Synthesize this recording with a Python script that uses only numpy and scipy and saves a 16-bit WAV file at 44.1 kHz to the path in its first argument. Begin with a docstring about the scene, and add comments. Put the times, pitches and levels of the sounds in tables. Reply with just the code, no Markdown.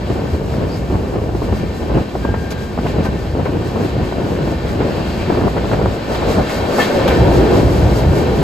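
"""Gusty slipstream buffets a phone held out of the door of a running passenger train: eddies as coloured pops
and one-cycle slaps, over band noise for the roar of wheels on rails and a hiss that throbs once a wheel turn.
Noise bursts clack at the joints, single cycles tick, bands of roar flare, and sine tones sing from a wheel.
A cutting throws the roar back; then the tunnel mouth swallows the wind and modes of the bore fill it with a
deep boom."""
import sys
import numpy as np
from scipy import signal
from scipy.fft import rfft, irfft, next_fast_len
from scipy.io import wavfile
from scipy.ndimage import uniform_filter1d

SR = 44100
rng = np.random.default_rng(int(sys.argv[2]) if len(sys.argv) > 2 else 0)


def wav_out(sig):
    """Save sig, one row per channel (or a flat mono array), as 16-bit PCM at SR to the path in sys.argv[1]."""
    wavfile.write(sys.argv[1], SR, np.round(np.clip(np.atleast_2d(sig).T, -1, 1) * 32767).astype(np.int16))


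N = 371753
BINS = next_fast_len(N)

# Spectra are relative: (frequency [Hz], level [dB])
# steady rolling through the coach
RUMBLE_SPECTRUM = [(53, -28), (90, -3.5), (284, -2.5), (349, -3), (661, -12), (1200, -20), (1560, -57),
                   (2640, -120)]
RUMBLE_DB = -29
# rail roar
ROAR_SPECTRUM = [(470, 2), (800, -0.5), (1280, -7), (1540, -7), (2010, -8.5), (2720, -10), (3590, -13),
                 (3970, -12), (4540, -13.5), (6000, -27), (7800, -23), (13200, -120)]
# tread hiss
HISS_SPECTRUM = [(1500, -58), (3000, -19), (4500, -1), (5500, -4.5), (7000, -3), (8500, -5.5),
                 (11000, -9.5), (12500, -8.5), (14500, -13.5), (15100, -18), (16000, -30)]
# open-air eddies
EDDY_SPECTRUM = [(53, -71), (90, 2.5), (452, -2.5), (901, -17), (1420, -28.5), (1550, -26), (1990, -33.5),
                 (3000, -31.5), (3900, -75), (6600, -120)]
# open-air slow buffeting
BUFFET_SPECTRUM = [(12, -51), (20, -29), (34, -18), (54, 2.5), (70, 2), (160, -8), (210, -5.5), (350, -120)]
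# roar off the cutting
CUTTING_SPECTRUM = [(59, -52), (100, -21), (220, 0), (334, -2.5), (367, -2), (576, 0.5), (855, -10),
                    (1600, -20.5), (2080, -35), (3520, -120)]
# roar in the tunnel bore
BORE_SPECTRUM = [(59, -36), (100, -6), (116, -5.5), (225, -4), (350, 1), (436, -3.5), (700, -11),
                 (972, -15), (1160, -31), (1600, -25), (2080, -45), (3520, -120)]
# deep boom of the bore
BOOM_SPECTRUM = [(12, -51), (20, -19), (35, -43), (54, 5.5), (86, -0.5), (113, 5.5), (160, -4), (210, -12),
                 (350, -120)]
# unlike sound at the two ports: (frequency [Hz], side minus mid [dB])
PORT_DIFFERENCE = [(60, -19), (110, -15.5), (200, -10), (400, -8), (700, -5.5), (1250, -0.5), (1550, 2),
                   (1800, -9.5), (2600, -3.5), (4400, -4), (6000, 6.5)]
# balance of the ports: (frequency [Hz], left minus right [dB])
LEFT_LEAN = [(60, 0), (110, 0), (200, 0.0), (380, 1.0), (700, 4), (1290, -2), (2380, 3.5), (4400, 2),
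             (8120, 10), (15000, -5.5)]

# Resonances: (frequency [Hz], width [Hz], relative level [dB])
WHEEL_MODES = [(1540, 56, 0), (1787, 51, 1), (2164, 18, 0), (2342, 40, -2.5), (2683, 60, -5),
               (3205, 66, -7), (3946, 62, -7.5), (4660, 150, -14.5)]
BORE_MODES = [(101, 43, -4), (125, 24, -8), (209, 48, -7), (352, 44, 0.5), (476, 50, -9), (610, 83, -12.5)]

# wheels on rail: (time [s], hiss between throbs [dB], roar [dB], nominal throb height [dB])
ROLLING = [(0, -49.5, -35, 4), (.8, -48.5, -36, 4), (1.2, -49.5, -39, 0.5), (1.6, -50, -34, 5.5),
           (2.5, -50, -37, 3), (3, -49, -33, 1), (3.45, -50, -35, 1), (3.7, -47.5, -33.5, 4.5),
           (4.6, -49.5, -33, 4.5), (5.1, -44.5, -29.5, 1), (5.6, -46, -31, -0.5), (6.02, -48, -30.5, 5.5),
           (6.3, -45, -27, 7.5), (6.7, -41.5, -27.5, 9), (6.9, -41, -25, 2), (7.05, -43, -25, 4),
           (7.3, -45.5, -26.5, 7.5), (7.7, -41.5, -29.5, 6.5), (7.95, -43.5, -29.5, 6),
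           (8.2, -45, -29.5, 6), (8.43, -45, -29, 2)]
# extra hiss off the throb: (time [s], hiss level [dB], 1/e half-width [s])
SWISHES = [(1.447, -43.5, 0.024), (2.521, -38, 0.009), (2.89, -45, .03), (3.055, -42, 0.018),
           (4.34, -47, .03), (6.31, -35.5, 0.026), (6.523, -39, 0.02), (6.816, -32.5, 0.05),
           (7.1, -43, 0.02)]
# bands that flare: (time [s], bell sigma [s], centre [Hz], bandwidth [Hz], rms before the bell [dB])
FLARES = [(.705, .012, 4600, 400, -46), (.74, .022, 4900, 600, -42), (2.513, .004, 6200, 2600, -37),
          (5.1, .15, 4500, 800, -46), (5.06, .07, 2700, 250, -42), (5.22, .02, 2500, 700, -37),
          (6.792, .009, 680, 300, -14), (6.792, .006, 1150, 300, -21), (7.45, .12, 450, 400, -21),
          (6.81, .025, 1600, 1300, -26), (6.835, .025, 2900, 2600, -28), (7.6, 0.046, 12540, 80, -52),
          (7.76, .06, 11080, 120, -49), (8.18, .04, 11080, 120, -49), (6.3, 0.031, 479, 50, -20.5),
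          (6.4, .02, 480, 50, -20.5), (6.94, .02, 362, 40, -20.5), (6.99, .04, 540, 60, -18.5),
          (7.11, 0.039, 503, 90, -19), (7.25, .03, 535, 60, -22), (7.3, 0.098, 850, 200, -28),
          (7.39, .04, 370, 40, -15.5), (7.559, 0.049, 356, 30, -14.5), (7.79, 0.027, 500, 90, -24),
          (8.3, 0.031, 476, 81, -24)]
# singing wheel: (start [s], rise [s], fade t60 [s], pitch [Hz], pitch arch [Hz], nominal level [dB])
SONGS = [(2.222, 0.025, 2.5, 1603, 0, -31), (2.44, .01, .3, 1585, 0, -36), (3.046, .015, .12, 1545, 0, -29),
         (4.415, .008, .1, 1490, 0, -31), (6.791, .016, 0.13, 1770, -2, -14),
         (6.795, .03, .1, 3236, 2, -23), (6.825, .012, .13, 1790, 0, -23), (6.785, .015, .3, 2170, 0, -27),
         (6.81, .012, .15, 4000, 0, -31), (6.79, .012, .12, 2640, 0, -28), (6.785, .01, .1, 1150, 0, -24),
         (7.085, 0.023, .2, 2340, 0, -33)]
# metal on metal: (time [s], nominal level [dB], centre [Hz])
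TICKS = [(0.255, -25, 1500), (0.5407, -19, 1500), (1.9804, -24, 1500), (2.2508, -15, 1200),
         (2.3401, -21, 1500), (2.5105, -27, 6000), (2.7871, -15, 1200), (2.8654, -20, 1500),
         (3.0524, -19, 1500), (3.4526, -21, 1500), (3.4634, -22, 1500), (4.2527, -22, 1500),
         (4.3655, -19, 1500), (4.69, -20, 1500), (5.3044, -20, 1500), (5.3507, -15, 1150),
         (5.3732, -17, 1300), (5.4141, -19, 1500), (5.4805, -11, 1050), (5.5698, -17, 1300),
         (5.582, -17, 1400), (5.5974, -20, 1500), (5.7159, -12, 1400), (5.738, -16, 1400),
         (5.8584, -10, 1100), (6.7895, -14, 1100), (7.0773, -16, 2400), (7.106, -14, 1500)]
# wheels over joints: (time [s], blow level [dB], clank centre [Hz], thud re blow [dB], treble re blow [dB],
# wheel ring re blow [dB], t60 [s]); levels before the mix gains in joints()
CLACKS = [(2.3422, -26, 1570, 1, -27.5, -6, 0.096), (2.5045, -27, 2600, -13, -5, -19, 0.13),
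          (2.8657, -23.5, 1890, 1, -23, -17, 0.17), (3.052, -21.5, 1540, 5.5, -26, -6, 0.13),
          (3.4516, -20.5, 1490, -5, -29, -10, 0.14), (5.5714, -20, 1450, 6, -26, -9, 0.11),
          (5.7292, -18, 1450, 5, -27, -11, 0.1), (6.1467, -22.5, 2640, 7, -19, -23, 0.14),
          (6.2995, -33, 1550, 6, -17, -12, 0.12), (6.494, -21, 1460, 3, -12, -14, 0.15),
          (6.7885, -19, 1740, 3.5, -12, -13, 0.22), (7.0773, -14.5, 2200, 2, -11, -21, 0.13),
          (7.1055, -20, 1600, 2, -18, -12, .22)]
# strong eddies: (time [s], nominal level [dB], centre [Hz], edge re slap [dB], flutter decay to 1/e [s]);
# levels before the mix gains in slaps()
SLAPS = [(0.158, -12, 301, -22, 0.01), (0.252, -18, 308, -20, 0.014), (0.338, -16, 317, -23, 0.012),
         (0.939, -13, 316, -22, 0.016), (1.138, -16, 384, -26, 0.0089), (1.29, -13, 380, -30, 0.0058),
         (1.349, -6.5, 326, -21, 0.003), (1.418, -12.5, 363, -18, 0.0098), (1.524, -10, 430, -28, 0.0076),
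         (1.898, -14, 646, -22, 0.012), (1.983, -14, 301, -27, 0.0087), (1.975, -14, 666, -23, 0.012),
         (2.151, -10.5, 375, -21, 0.009), (2.249, -5, 317, -35, 0.0074), (2.288, -8, 375, -26, 0.0037),
         (2.34, -11, 493, -14, 0.012), (2.777, -10, 720, -24, .004), (2.787, -8, 210, -14, .004),
         (2.862, -13, 680, -20, .008), (2.986, -14, 470, -23, 0.0078), (3.351, -14, 365, -23, 0.014),
         (3.393, -12, 466, -23, 0.014), (3.457, -9.5, 455, -21, 0.013), (3.572, -18, 307, -17, 0.0036),
         (3.758, -11.5, 576, -17, 0.0059), (4.123, -11.5, 580, -22, 0.0089), (4.199, -16, 560, -20, .006),
         (4.804, -11.5, 414, -8, 0.022), (5.299, -4.5, 307, -26, 0.011), (5.322, -9, 300, -25, .008),
         (5.374, -8.5, 446, -29, 0.017), (5.412, -13, 650, -16, .006), (5.435, -14, 600, -18, .005),
         (5.47, -7, 388, -25, 0.01), (5.566, -13, 700, -16, 0.008), (5.577, -11, 520, -14, .008),
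         (5.644, -15, 800, -14, .008), (5.714, -13, 564, -6, 0.008), (5.73, -11.5, 480, -9, 0.012),
         (5.797, -15, 800, -16, .004), (5.814, -8, 392, -28, 0.011), (5.858, -8.5, 530, -32, 0.013),
         (6.223, -9.5, 660, -17, 0.013), (6.38, -13, 480, -17, 0.011)]
# surroundings: (time [s], share of reflected sound [0-1], tunnel share of that [0-1])
WALLED = [(0, 0.13, 0.17), (3, 0.11, 0.8), (5.2, 0.15, 0.28), (5.9, 0.5, 0.25), (6.5, 0.98, 0.06),
          (6.85, 0.77, 0.01), (7.2, 0.96, 0.84), (8.43, 0.75, 0.88)]
# slow course of the air: (time [s], eddies or reflected roar [dB], buffeting or boom [dB])
AIR = [(0, -23, -22), (.5, -23.5, -22), (1.0, -23, -22.5), (1.5, -22.5, -20.5), (2.08, -28.5, -27),
       (2.7, -26.5, -25), (3.5, -21, -22), (3.9, -24, -27), (4.3, -21, -22.5), (5.1, -22, -24),
       (5.8, -21, -19.5), (6.0, -27, -28.5), (6.3, -18, -26), (6.48, -25, -30), (6.72, -18.5, -36),
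       (6.9, -17.5, -38), (7.0, -16.5, -19.5), (7.25, -14, -15), (7.57, -14, -18), (7.68, -16.5, -14.5),
       (8.43, -16.5, -18)]
# gusts, or surges of the boom: (time [s], 1/e half-width [s], eddies or roar [dB], buffeting or boom [dB])
GUSTS = [(.11, 0.0092, -20, -22), (0.342, 0.0092, -19, -16), (0.615, 0.1, -21.5, -27),
         (0.945, 0.029, -21.5, -18), (1.155, 0.026, -19.5, -26), (1.378, 0.019, -22.5, -29),
         (1.52, 0.059, -23.5, -19), (1.826, 0.018, -19, -23), (1.964, 0.036, -14.5, -16),
         (2.303, 0.074, -21.5, -18.5), (2.53, 0.014, -19.5, -30), (2.86, 0.015, -24, -21),
         (3.004, 0.016, -19.5, -17), (3.1, .04, -26, -22), (3.398, .03, -22.5, -22), (3.6, 0.015, -21, -30),
         (3.784, 0.028, -18, -27), (3.993, 0.064, -23, -20), (4.524, 0.018, -20.5, -22),
         (4.892, 0.077, -18, -24), (5.33, 0.035, -18, -27), (5.454, 0.025, -15.5, -14),
         (5.58, 0.013, -26, -19), (5.73, 0.018, -17.5, -18), (5.85, 0.069, -21, -18),
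         (6.121, 0.02, -19, -33), (6.29, .03, -22, -18), (6.389, 0.026, -14.5, -13),
         (6.623, 0.055, -30, -21.5), (6.805, .03, -15.5, -37), (7.217, 0.035, -24, -12.5),
         (7.414, .03, -17.5, -15), (7.562, 0.037, -16, -22), (7.83, 0.049, -22, -15),
         (8.106, 0.03, -29, -14), (8.403, 0.021, -20, -13)]

# *_SCALE_DB multiplies walk()
FLUTTER_SCALE_DB, FLUTTER_PER_S, HEAVE_SCALE_DB, HEAVE_PER_S = 3.5, 17, 1.5, 10
RING_DB, RING_WANDER_SCALE_DB = -7.5, 2.5
FIRST_THROB_S, TURNS_PER_S, TURNS_GAIN_PER_S2 = 0.12, 4.77, 0.016  # the train gathers a little speed
THROB_SHARPNESS, THROB_SCATTER, ROAR_THROB_SHARE = 1.6, 0.18, 0.37
SONG_WAVER_SCALE_DB, SONG_WAVER_PER_S, SONG_SIDE = 2.5, 90, 0.45
TICK_DECAY_CYCLES, TICK_SIDE = 0.6, 0.5
# treble in step, in opposition; above BEAM_HZ it comes from one direction
ALIKE_HZ, OPPOSED_HZ, BEAM_HZ = 6800, 9790, 5700
NOTCH_WIDTH, SCATTERED_SHARE = 0.21, 0.6  # width of the treble gap in the sum; unlike treble
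HEADROOM, TOP_HZ = 1.05, 15725


def undb(db):
    """Decibels to gain."""
    return 10 ** (np.asarray(db) / 20)


def level(x, db):
    """Scale to an rms level."""
    return x * undb(db) / np.sqrt(np.mean(x ** 2))


def curves(table):
    """Table columns interpolated to one value per sample."""
    s, *columns = np.transpose(table)
    return [np.interp(np.arange(N) / SR, s, column) for column in columns]


def bin_hz():
    """Frequency of each bin."""
    return np.fft.rfftfreq(BINS, 1 / SR)


def shape(table):
    """Gain per bin, interpolated in dB over log frequency."""
    hz, db = np.transpose(table)
    return undb(np.interp(np.log(bin_hz() + 1), np.log(hz), db))


def colour(table, db, x):
    """Filter by a spectrum table and set the rms level."""
    return level(irfft(rfft(x, BINS) * shape(table), BINS)[:, :N], db)


def band(x, low_hz, top_hz):
    """Steep band-pass."""
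    sos = signal.butter(3, [low_hz, top_hz], "bandpass", fs=SR, output="sos")
    return signal.sosfilt(sos, x)


def ring(x, modes):
    """An object's modes, rung by whatever shakes it."""
    gain = sum(undb(db) / (1 + 2j * (bin_hz() - mode_hz) / width_hz) for mode_hz, width_hz, db in modes)
    return irfft(rfft(x, BINS) * gain, BINS)[:, :N]


def walk(rate_per_s):
    """Random held steps smoothed twice; rms about 0.74."""
    hold = int(SR / rate_per_s)
    steps = np.repeat(rng.standard_normal(N // hold + 1), hold)
    return uniform_filter1d(uniform_filter1d(steps, hold), hold)[:N]


def pair():
    """Two unrelated noises: what the ports share and what they do not."""
    return rng.standard_normal((2, N))


def add(out, s, sound):
    """Mix a short sound in at a time."""
    i = int(s * SR)
    out[:, i:i + sound.shape[-1]] += sound[:, :N - i]


def blend(a, b, share):
    """Constant-power cross-fade of unrelated sounds."""
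    share = np.clip(share, 0, 1)
    return np.sqrt(1 - share) * a + np.sqrt(share) * b


def swells(steady_db, times, lengths, peaks_db):
    """A course in dB with bell-shaped swells added in power."""
    t = np.arange(N) / SR
    power = undb(2 * steady_db)
    for s, length, db in zip(times, lengths, peaks_db):
        near = slice(max(int((s - 3 * length) * SR), 0), int((s + 3 * length) * SR))
        power[near] += undb(2 * db) * np.exp(-((t[near] - s) / length) ** 2)
    return 10 * np.log10(power)


def rumble():
    """Steady rolling carried through the coach: low coloured noise."""
    return colour(RUMBLE_SPECTRUM, RUMBLE_DB, pair())


def tread(hiss_db, throb_db):
    """A rough patch of tread comes round once a turn, unevenly strong; single swishes are added. In dB."""
    t = np.arange(N) / SR - FIRST_THROB_S
    turns = TURNS_PER_S * t + TURNS_GAIN_PER_S2 * t ** 2 / 2
    patch = np.abs(np.cos(np.pi * turns)) ** (2 * THROB_SHARPNESS)
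    patch = patch * (1 + THROB_SCATTER * walk(TURNS_PER_S))
    s, db, length = np.transpose(SWISHES)
    return swells(hiss_db + throb_db * patch, s, length, db)


def wheels(between_db, roar_db, throb_db, walled):
    """Rough tread and rail: throbbing hiss, and a roar with wheel modes that throbs less, least near walls."""
    hiss_db = tread(between_db, throb_db)
    throb = hiss_db - uniform_filter1d(hiss_db, size=SR // 2)
    hiss = colour(HISS_SPECTRUM, 1.0, pair() * undb(1.3 * walk(30)))
    roar = colour(ROAR_SPECTRUM, 0.86, pair() * undb(1.44 * walk(20)))
    rung = level(ring(pair() * undb(RING_WANDER_SCALE_DB * walk(7.2)), WHEEL_MODES), RING_DB)
    roar_course_db = roar_db + ROAR_THROB_SHARE * (1 - 0.6 * walled) * throb
    return undb(hiss_db) * hiss + undb(roar_course_db) * (roar + rung)


def flares():
    """Bands of roar or hiss that swell and sink."""
    out = np.zeros((2, N))
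    for s, length, hz, width_hz, db in FLARES:
        t = np.arange(-3 * length, 3 * length, 1 / SR)
        noise = rng.standard_normal((2, len(t) + SR // 10))
        # drop the filter's run-in
        flare = band(noise, hz - width_hz / 2, hz + width_hz / 2)[:, -len(t):]
        add(out, s + t[0], level(flare, db) * np.exp(-(t / length) ** 2 / 2))
    return out


def songs():
    """A rubbing flange starts a wheel tone; it wavers in strength, may bend and return, and dies away."""
    out, t = np.zeros((2, N)), np.arange(SR // 2) / SR
    waver = undb(SONG_WAVER_SCALE_DB * walk(SONG_WAVER_PER_S))
    for s, rise, t60, hz, arch_hz, db in SONGS:
        fade_db = -60 * np.maximum(t - rise, 0) / t60
        swell = np.minimum(t / rise, 1) * undb(db + fade_db)
        pitch_hz = hz + arch_hz * np.sin(np.pi / 2 * np.minimum(t / rise, 2))
        tone = np.sin(2 * np.pi * np.cumsum(pitch_hz) / SR)
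        add(out, s, swell * tone * np.array([[1], [SONG_SIDE]]))
    return out * waver


def ticks():
    """A hard metal contact: about one cycle, quickly over."""
    out, t = np.zeros((2, N)), np.arange(SR // 100) / SR
    signs = np.sign(rng.standard_normal((len(TICKS), 2)))
    for (s, db, hz), sign in zip(TICKS, signs):
        cycle = t * hz
        tick = undb(db) * np.sin(2 * np.pi * cycle) * cycle * np.exp(-cycle / TICK_DECAY_CYCLES) * 4
        add(out, s, tick * sign[:, None] * np.array([[1], [TICK_SIDE]]))
    return out


def joints():
    """Each blow is a noise burst: a thud in the rail, a clank, a bright crack and the ring of the wheel."""
    thud, clank, crack, shake = np.zeros((4, 2, N))
    t = np.arange(SR // 4) / SR
    for s, db, hz, thud_db, treble_db, ring_db, t60 in CLACKS:
        # rattle, plus a hard first contact
        fade = np.exp(-np.log(1000) * t / t60) + 0.5 * np.exp(-t / 0.0024)
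        blow = undb(db) * rng.standard_normal((2, len(t))) * fade * np.minimum(t / 0.0015, 1)
        add(clank, s, undb(2.0) * band(blow, hz / 1.5, hz * 1.67))
        add(thud, s, undb(thud_db + 9.0) * blow)
        add(crack, s, undb(treble_db) * blow)
        add(shake, s, undb(ring_db + 12.0) * blow)
    return band(thud, 565, 1000) + clank + band(crack, 4000, 13500) + ring(shake, WHEEL_MODES)


def slaps():
    """A strong eddy: a push and pull of about one cycle, longer for a lower centre, with a rough flutter."""
    out, flutter, edges = np.zeros((3, 2, N))
    t = np.arange(SR // 10) / SR
    turn = rng.uniform(-0.76, 1, (len(SLAPS), 2))
    for (s, db, hz, edge_db, decay_s), (start, side) in zip(SLAPS, turn):
        cycle = t * hz
        push = np.sin(2 * np.pi * cycle + np.pi * start) * cycle * np.exp(-cycle / 0.58) * 4
        rough = undb(db) * rng.standard_normal((2, len(t)))
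        rough = rough * np.exp(-t / decay_s) * np.minimum(t / 0.0016, 1)
        add(out, s, undb(db + 1.0) * push * np.array([[1], [side]]))
        add(flutter, s, undb(8) * rough)
        add(edges, s, undb(edge_db + 4.5) * rough)
    return out + band(flutter, 280, 937) + band(edges, 1350, 1900)


def gusting(walled):
    """Eddy and buffeting levels in dB: slow course, strong gusts, and a flutter that calms between walls."""
    eddy_db, sway_db = curves(AIR)
    s, length, eddy_peak_db, sway_peak_db = np.transpose(GUSTS)
    flutter_db = FLUTTER_SCALE_DB * np.clip(1 - walled, 0, 1) * walk(FLUTTER_PER_S)
    heave_db = HEAVE_SCALE_DB * walk(HEAVE_PER_S)
    return (swells(eddy_db + flutter_db, s, length, eddy_peak_db),
            swells(sway_db + heave_db, s, length, sway_peak_db))


def wind(gust_db, sway_db, walled, bored):
    """Eddies burst on the ports as uneven pops; near walls a smooth reflected roar replaces them."""
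    hits = rng.random((2, N)) < 1400 / SR  # 1400 per second on average
    pops = hits * rng.standard_normal((2, N)) * undb(2.73 * walk(60))
    bore_modes = level(ring(pair(), BORE_MODES), 0)
    bore = blend(colour(BORE_SPECTRUM, 0, pair()), bore_modes, 0.15)
    walls = blend(colour(CUTTING_SPECTRUM, 0, pair()), bore, bored)
    air = blend(colour(EDDY_SPECTRUM, 0, pops), walls * undb(0.97 * walk(15)), walled)
    buffet = colour(BUFFET_SPECTRUM, 0.058, pair())
    boom = colour(BOOM_SPECTRUM, 0.19, pair())
    sway = blend(buffet, boom, bored * walled)
    return undb(gust_db) * air + undb(sway_db) * sway


def ports(sound):
    """Two ports share sound in part; treble reaches one later, so sum and difference comb."""
    shared, unshared = rfft(sound, BINS)
    beam = 1 / (1 + (BEAM_HZ / (bin_hz() + 1)) ** 12)
    half_lag = np.pi / 2 * (bin_hz() - ALIKE_HZ) / (OPPOSED_HZ - ALIKE_HZ)
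    in_step = np.cos(half_lag)
    comb = in_step ** 3 / (in_step ** 2 + NOTCH_WIDTH) / (0.11 + np.abs(in_step))
    mid = shared * (1 - beam + beam * comb)
    lean = shape(LEFT_LEAN)
    apart = (0.93 * unshared + 0.25j * shared) * shape(PORT_DIFFERENCE)
    apart = apart + shared * (lean - 1) / (lean + 1)
    # part of the treble arrives scattered and differs between the ports
    treble_side = np.sin(half_lag) * (SCATTERED_SHARE * unshared - 0.75j * shared)
    side = (1 - beam) * apart + beam * treble_side
    return irfft(np.array([mid + side, mid - side]), BINS)[:, :N]


def scene():
    """Train and slipstream summed, then heard at the two ports."""
    walled, bored = curves(WALLED)
    train = rumble() + wheels(*curves(ROLLING), walled) + flares() + songs() + ticks() + joints()
    air = slaps() + wind(*gusting(walled), walled, bored)
    return ports(train + air)


def record(dry):
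    """The phone rounds the loudest peaks and cuts the top."""
    rounded = dry / (1 + (dry / HEADROOM) ** 4) ** 0.25
    return signal.sosfilt(signal.ellip(8, 0.2, 70, TOP_HZ, fs=SR, output="sos"), rounded)


dry = scene()
out = record(dry)
wav_out(out)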